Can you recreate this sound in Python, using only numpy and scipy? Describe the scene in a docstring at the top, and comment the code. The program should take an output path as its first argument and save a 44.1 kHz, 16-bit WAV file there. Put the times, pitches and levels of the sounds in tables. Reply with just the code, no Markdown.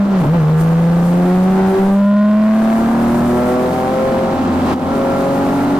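"""A six-cylinder race engine from inside the car's bare cockpit: an upshift, a long pull, a brief lift.
Its orders swell as they climb through the resonances of the shell; late on, a low drone throbs with them.
All around are the roar of tyres and air, mechanical rasp, thin hiss and the rumble of the chassis.
At this close range the din overloads the camera's two microphones, which flatten every large wave."""
import sys
import numpy as np
from scipy import signal
from scipy.fft import rfft, irfft
from scipy.io import wavfile

SR = 44100
rng = np.random.default_rng(int(sys.argv[2]) if len(sys.argv) > 2 else 0)


def unload_audio(sound):
    """Save the sound as a 16-bit wav file, at the path given as the first command line argument."""
    columns = np.transpose(np.atleast_2d(sound))
    # keep every value between -1 and 1, then stretch to whole-number steps
    steps = np.round(np.clip(columns, -1, 1) * 32767)
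    wavfile.write(sys.argv[1], SR, steps.astype(np.int16))


N = 255339
TIME = np.arange(N) / SR
BINS = np.fft.rfftfreq(N, 1 / SR)

# firing rate through the upshift, the pull and the lift: t/s, f/Hz
FIRING_RATE = [(0.0, 199.5), (0.1, 199.8), (0.2, 181.4), (0.25, 135.7), (0.35, 174.7), (0.43, 152.1),
               (0.65, 163.6), (1.12, 174.5), (1.55, 189.8), (1.8, 192.6), (2.27, 209.3), (3.4, 245),
               (4.0, 262.5), (4.3, 266.6), (4.76, 259.6), (4.95, 273), (5.15, 271.6), (5.79, 283.2)]
# driver off the throttle: start/s, end/s, change of the firing tone/dB
THROTTLE_LIFTS = [(-0.2, 0.23, -3.5), (4.344, 4.896, 10.5)]
# brief dips of the firing tone: t/s, depth/dB, half width/s
FIRING_DIPS = [(0.07, 7, 0.039), (0.216, 3, 0.0028), (0.242, 16, 0.007), (1.757, 21, 0.036)]
# cabin booms that the lowest exhaust tones climb through: f/Hz, level/dB, half width/Hz
CABIN_BOOMS = [(160, -6.5, 24), (186, -9, 9), (207, -2, 12.5), (236, -12.3, 15), (284, -16, 12),
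               (343, -22, 14), (362, -14, 11), (383, -10, 11), (499, -19.5, 10), (527, -18.5, 13),
               (547, -19.5, 9), (670, -10, 16), (774, -9, 9)]
# resonances of the shell around the microphones: f/Hz, width/Hz, level/dB
SHELL_MODES = [(92.4, 12, -13), (160, 20.5, 7.5), (208.5, 37, 8), (268, 12, 11), (367.2, 85, -1.5),
               (536, 32, -3), (622, 70, -2.5), (760, 59, -4.5), (1017, 82, -13), (1353, 32, -9.5)]
# what the panels pass between resonances: f/Hz, level/dB
PANEL_GAIN = [(35, -30), (120, -31), (300, -13.5), (800, -9), (1400, -21.5), (2200, -45), (3500, -39)]
# noise spectra inside the cockpit: f/Hz, relative level/dB
ROAR_SPECTRUM = [(20, -10), (60, -13), (110, -13), (170, 7), (240, 4), (330, 5.5), (450, -1.5), (650, -1.5),
                 (900, -2.5), (1300, -8.5), (1900, -25), (3000, -24.5), (6000, -52)]
RASP_SPECTRUM = [(400, -5.5), (1200, 4), (1900, -4.5), (2700, -9.5), (4000, -10), (5500, -15.5),
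                 (8000, -22), (15000, -56)]
HISS_SPECTRUM = [(1500, -38), (4000, -6), (6500, -1), (9000, 0), (12000, -4), (15000, -5)]
RUMBLE_SPECTRUM = [(8, 23), (30, -19), (55, -5), (90, -24), (200, -36.5)]
# course of the hiss: t/s, level/dB
HISS_LEVEL = [(0, -54), (0.5, -48.5), (1.05, -44), (1.85, -44.5), (2.1, -52), (2.4, -49.5), (2.65, -45),
              (3.15, -42), (4.15, -46.5), (4.45, -50), (4.85, -47.5), (5.3, -44), (5.79, -45.5)]
# short spits of hiss: t/s, level/dB, half width/s
HISS_SPITS = [(0.205, -47, 0.021), (0.609, -41, 0.031), (0.613, -41, 0.0046)]
# drivetrain knocks in the upshift: t/s, boost of the roar/dB, half width/s
SHIFT_CLUNKS = [(0.284, 2, 0.013), (0.354, 6, 0.022)]
# jolts of the chassis: t/s, level/dB, half width/s
CHASSIS_JOLTS = [(0.307, -29, 0.12), (1.856, -31, 0.082)]
# likeness of the noise at the two microphones: f/Hz, correlation (clipped to 0..1 in use)
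MIC_LIKENESS = [(30, -1.5), (150, 0.52), (500, 2.5), (1000, 0.1), (2000, 0.9), (4000, 0.5), (12000, -0.5)]
# phase lead of the left microphone: f/Hz, lead/rad
MIC_LEAD = [(100, 0.27), (215, -0.071), (270, 0.2), (380, 0.3), (530, 0.65), (780, 0.49), (1100, -1.38),
            (2000, -1.12)]
# left microphone over right: f/Hz, level/dB
MIC_BALANCE = [(60, 7), (99, -3.5), (160, 0.5), (270, -1), (450, 1), (740, 2), (1220, 2), (2010, -7.5),
               (3330, -1.5), (5500, -2.5), (9080, -5), (15000, -11.5)]

# how layers follow the engine: base level/dB, slope/(dB per octave of revs), when harsh/dB, off throttle/dB
OVERTONES = (-25.5, 1.5, -1, -1)
BANKS = (-24, -7, 4, -8)
UNEVEN = (-26, 6.5, 3.5, -0.5)
CRANK_BOOM = (-47, -2, 15, 6)
ROAD_ROAR = (-21, -1, -0.5, 2.5)
ENGINE_RASP = (-34, 5.5, -2.1, 0.5)
# revs at which layers sink or swell: firing rate/Hz, change/dB, half width/Hz
SWEET_SPOT = (205.4, -6.5, 8.4)  # the engine runs smoothest here
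BANKS_PEAK = (245.2, 6.13, 10)
UNEVEN_PEAK = (233.3, 5.8, 9.6)
CRANK_PEAK = (236, 7.77, 6.6)

CYLINDERS, MID_REVS_HZ = 6, 210  # mid revs as a firing rate


def amp(db):
    """Decibels to gain."""
    return 10 ** (np.asarray(db) / 20)


def unit(x):
    """Scales to rms 1."""
    return x / np.sqrt(np.mean(x ** 2) + 1e-20)


def hump(x, centre, half_width):
    """A bell of height 1."""
    return np.exp(-((x - centre) / half_width) ** 2)


def rise(x, centre, width):
    """A smooth step from 0 to 1."""
    return .5 + .5 * np.tanh((x - centre) / width / 2)


def over_time(table):
    """A time table, sample by sample."""
    return np.interp(TIME, *np.transpose(table))


def at_pitch(table, hz):
    """A spectrum table read on a log-frequency axis."""
    f, value = np.transpose(table)
    return np.interp(np.log(hz + 1), np.log(f), value)


def wander(rate_hz, step=64):
    """Random drift of rms 1, mostly slower than rate_hz."""
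    count = N // step + 2
    hz = np.fft.rfftfreq(count, step / SR)
    slow = irfft(rfft(rng.standard_normal(count)) / (1 + (hz / rate_hz) ** 4), count)
    return np.interp(TIME, np.arange(count) * step / SR, unit(slow))


def flutter(depth, rate_hz):
    """Complex gain that makes a tone waver in level and phase."""
    return 1 + depth * (wander(rate_hz) + 1j * wander(rate_hz))


def mic_pair(hz):
    """Complex gain at the left and right microphone."""
    left = amp(at_pitch(MIC_BALANCE, hz) / 2) * np.exp(.5j * at_pitch(MIC_LEAD, hz))
    return np.array([left, 1 / left])


def diffuse_noise(spectrum):
    """Noise from all round the microphones: largely alike in the mids, unrelated at the extremes."""
    common, separate = rfft(rng.standard_normal((2, N)))
    likeness = np.clip(at_pitch(MIC_LIKENESS, BINS), 0, 1)
    pair = np.array([common, likeness * common + np.sqrt(1 - likeness ** 2) * separate])
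    sound = irfft(pair * mic_pair(BINS) * amp(at_pitch(spectrum, BINS)), N)
    return sound / np.std(sound.mean(0))


def off_throttle(start, end, pedal_s=0.016):
    """1 while the pedal is up."""
    return rise(TIME, start, pedal_s) - rise(TIME, end, pedal_s)


def rev_bump(bump, firing_hz):
    """Decibels gained or lost around one engine speed."""
    hz, db, half_width = bump
    return db * hump(firing_hz, hz, half_width)


def layer_db(law, firing_hz, lifted, harsh_hz=213.1, harsh_span_hz=1.58):
    """A layer's level from revs and throttle; just above its sweet spot the engine turns harsh."""
    base_db, slope_db, harsh_db, lift_db = law
    harsh = rise(firing_hz, harsh_hz, harsh_span_hz)
    revs_db = slope_db * np.log2(firing_hz / MID_REVS_HZ) + rev_bump(SWEET_SPOT, firing_hz)
    return base_db + revs_db + harsh_db * harsh + lift_db * lifted


def shell(hz):
    """Gain from engine to cockpit: resonances plus what the panels pass between them."""
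    peaks = sum(amp(db) ** 2 / (1 + (2 * (hz - f) / width) ** 2) ** 2 for f, width, db in SHELL_MODES)
    return np.sqrt(peaks + amp(at_pitch(PANEL_GAIN, hz)) ** 2)


def cabin_boom(hz, floor_db=-37.5):
    """Gain with which an exhaust tone of this pitch booms in the cabin."""
    return amp(floor_db) + sum(amp(db) * hump(hz, f, width) for f, db, width in CABIN_BOOMS)


def orders(multiples, cycle_hz, cycles, rough, flutter_hz, scatter=1, lag=0):
    """Multiples of the engine cycle, weighted by the shell, fluttering as the burns vary; rms near 1."""
    grid_hz = np.arange(0, 4000, 2.)
    shell_gain, mics = shell(grid_hz), mic_pair(grid_hz)
    sound, power = np.zeros((2, N)), 0
    for k in multiples:
        gain = np.interp(k * cycle_hz, grid_hz, shell_gain)
        envelope = gain * flutter(rough, flutter_hz)
        phase = 2 * np.pi * (k * cycles - lag + scatter * rng.random())
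        tone = envelope * np.exp(1j * phase)
        sound += [(tone * np.interp(k * cycle_hz, grid_hz, mic)).imag for mic in mics]
        power = power + gain ** 2 * (.5 + rough ** 2)
    return sound / np.sqrt(power)


def exhaust(firing_hz, cycles, lifted, lift_db=-10, third_db=-10):
    """Six firings a cycle make a steep-fronted wave; its octave and third harmonic need an open throttle."""
    def harmonic(n, **tone):
        """One multiple of the firing rate, booming in the cabin."""
        wave = orders([n * CYLINDERS], firing_hz / CYLINDERS, cycles, scatter=0, **tone)
        return cabin_boom(n * firing_hz) * wave

    overrun_db = sum(db * off_throttle(start, end) for start, end, db in THROTTLE_LIFTS)
    dip_db = sum(db * hump(TIME, t, width) for t, db, width in FIRING_DIPS)
    firing_tone = amp(overrun_db - dip_db) * harmonic(1, rough=0.05, flutter_hz=57)
    octave = harmonic(2, rough=0.15, flutter_hz=9, lag=0.067)
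    third = amp(third_db) * harmonic(3, rough=0.12, flutter_hz=8)
    return firing_tone + amp(lift_db * lifted) * (octave + third)


def engine_growl(firing_hz, cycles, lifted):
    """Upper firing harmonics; unlike banks and cylinders fill in the orders between."""
    cycle_hz = firing_hz / CYLINDERS
    k = np.arange(1, CYLINDERS * 10 + 1)
    overtone_orders = k[k % CYLINDERS == 0][2:]
    bank_orders = k[k % CYLINDERS == CYLINDERS // 2]
    uneven_orders = k[(k % (CYLINDERS // 2) > 0) & (k < CYLINDERS ** 2)]
    overtones = orders(overtone_orders, cycle_hz, cycles, rough=0.25, flutter_hz=9)
    banks = orders(bank_orders, cycle_hz, cycles, rough=0.2, flutter_hz=10)
    uneven = orders(uneven_orders, cycle_hz, cycles, rough=0.39, flutter_hz=13)
    overtones_db = layer_db(OVERTONES, firing_hz, lifted)
    banks_db = layer_db(BANKS, firing_hz, lifted) + rev_bump(BANKS_PEAK, firing_hz)
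    uneven_db = layer_db(UNEVEN, firing_hz, lifted) + rev_bump(UNEVEN_PEAK, firing_hz)
    return amp(overtones_db) * overtones + amp(banks_db) * banks + amp(uneven_db) * uneven


def chassis(firing_hz, cycles, lifted, rumble_db=-37, db_per_octave=-14.5):
    """The crankshaft, turning twice a cycle, shakes the body; jolts come in the upshift and the pull."""
    boom = orders([2], firing_hz / CYLINDERS, cycles, rough=0.26, flutter_hz=11)
    boom_db = layer_db(CRANK_BOOM, firing_hz, lifted) + rev_bump(CRANK_PEAK, firing_hz)
    rumble = amp(rumble_db + db_per_octave * np.log2(firing_hz / MID_REVS_HZ))
    jolts = sum(amp(db) * hump(TIME, t, width) for t, db, width in CHASSIS_JOLTS)
    return amp(boom_db) * boom + (rumble + jolts) * diffuse_noise(RUMBLE_SPECTRUM)


def road_roar(firing_hz, lifted, gust_db=0.3):
    """Tyres and air just outside roar through the shell, which also clatters as the clutch bites."""
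    roar_db = layer_db(ROAD_ROAR, firing_hz, lifted) + gust_db * wander(3.7)
    clatter_db = sum(db * hump(TIME, t, width) for t, db, width in SHIFT_CLUNKS)
    return amp(roar_db + clatter_db) * diffuse_noise(ROAR_SPECTRUM)


def rasp(firing_hz, cycles, lifted, pulsing=0.028, shake_db=0.95):
    """Mechanical noise that pulses faintly with every firing."""
    rasp_db = layer_db(ENGINE_RASP, firing_hz, lifted) + shake_db * wander(60)
    pulse = 1 + pulsing * np.cos(2 * np.pi * CYLINDERS * cycles)
    return amp(rasp_db) * pulse * diffuse_noise(RASP_SPECTRUM)


def hiss(flicker_db=0.5, drift_db=1.14):
    """Thin flickering hiss, stronger at the right microphone, with a few short spits."""
    hiss_db = over_time(HISS_LEVEL) + flicker_db * wander(90) + drift_db * wander(12)
    spits = sum(amp(db) * hump(TIME, t, width) for t, db, width in HISS_SPITS)
    return (amp(hiss_db) + spits) * diffuse_noise(HISS_SPECTRUM)


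def drone(lifted, entry_s=4.05, fade_s=0.24, level_db=-22.5, lift_db=3):
    """A nearly steady boom fades in, dead centre, just under the firing tone: together they throb."""
    hz = 243.8 + 3.0 * (TIME - entry_s)  # creeps up 3 Hz a second
    gain = amp(level_db + lift_db * lifted) * rise(TIME, entry_s, fade_s)
    tone = flutter(depth=0.35, rate_hz=6) * np.exp(2j * np.pi * np.cumsum(hz) / SR)
    return gain * unit(tone.imag)


def swell_and_lull(break_s=4.742, swell_db=5, swell_s=0.1, lull_db=-6, lull_s=0.11):
    """Two gains: a swell that breaks off sharply, and the brief lull after it."""
    after = rise(TIME, break_s, 0.0041)
    swell = amp((1 - after) * swell_db * hump(TIME, break_s, swell_s))
    lull = amp(after * lull_db * hump(TIME, break_s, lull_s))
    return swell, lull


def scene(speed_jitter=0.00072):
    """The cockpit at the microphone position, timed by the crankshaft and driven by revs and throttle."""
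    firing_hz = over_time(FIRING_RATE) * (1 + speed_jitter * wander(30))
    cycles = np.cumsum(firing_hz / CYLINDERS) / SR
    lifted = sum(off_throttle(start, end) for start, end, _ in THROTTLE_LIFTS)
    engine = exhaust(firing_hz, cycles, lifted) + engine_growl(firing_hz, cycles, lifted)
    body = chassis(firing_hz, cycles, lifted) + drone(lifted)
    noise = road_roar(firing_hz, lifted) + rasp(firing_hz, cycles, lifted) + hiss()
    swell, lull = swell_and_lull()
    return lull * (engine + body + swell * noise)


def record(dry, ceiling_db=-10.5, knee=10, leak=0.035, sense_hz=2600, low_cut_hz=4, high_cut_hz=15400):
    """The microphones overload: large low waves square off and duck the treble; then the band limits."""
    lows = irfft(rfft(dry) / (1 + (BINS / sense_hz) ** 4), N)
    gain = (1 + abs(lows / amp(ceiling_db)) ** knee) ** (-1 / knee)
    limited = dry * (leak + (1 - leak) * gain)
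    centred = signal.lfilter(*signal.butter(1, low_cut_hz, "high", fs=SR), limited)
    high_cut = signal.firwin(511, high_cut_hz, window=("kaiser", 9), fs=SR)
    return signal.oaconvolve(centred, high_cut[None], "same")


dry = scene()
out = record(dry)
unload_audio(out)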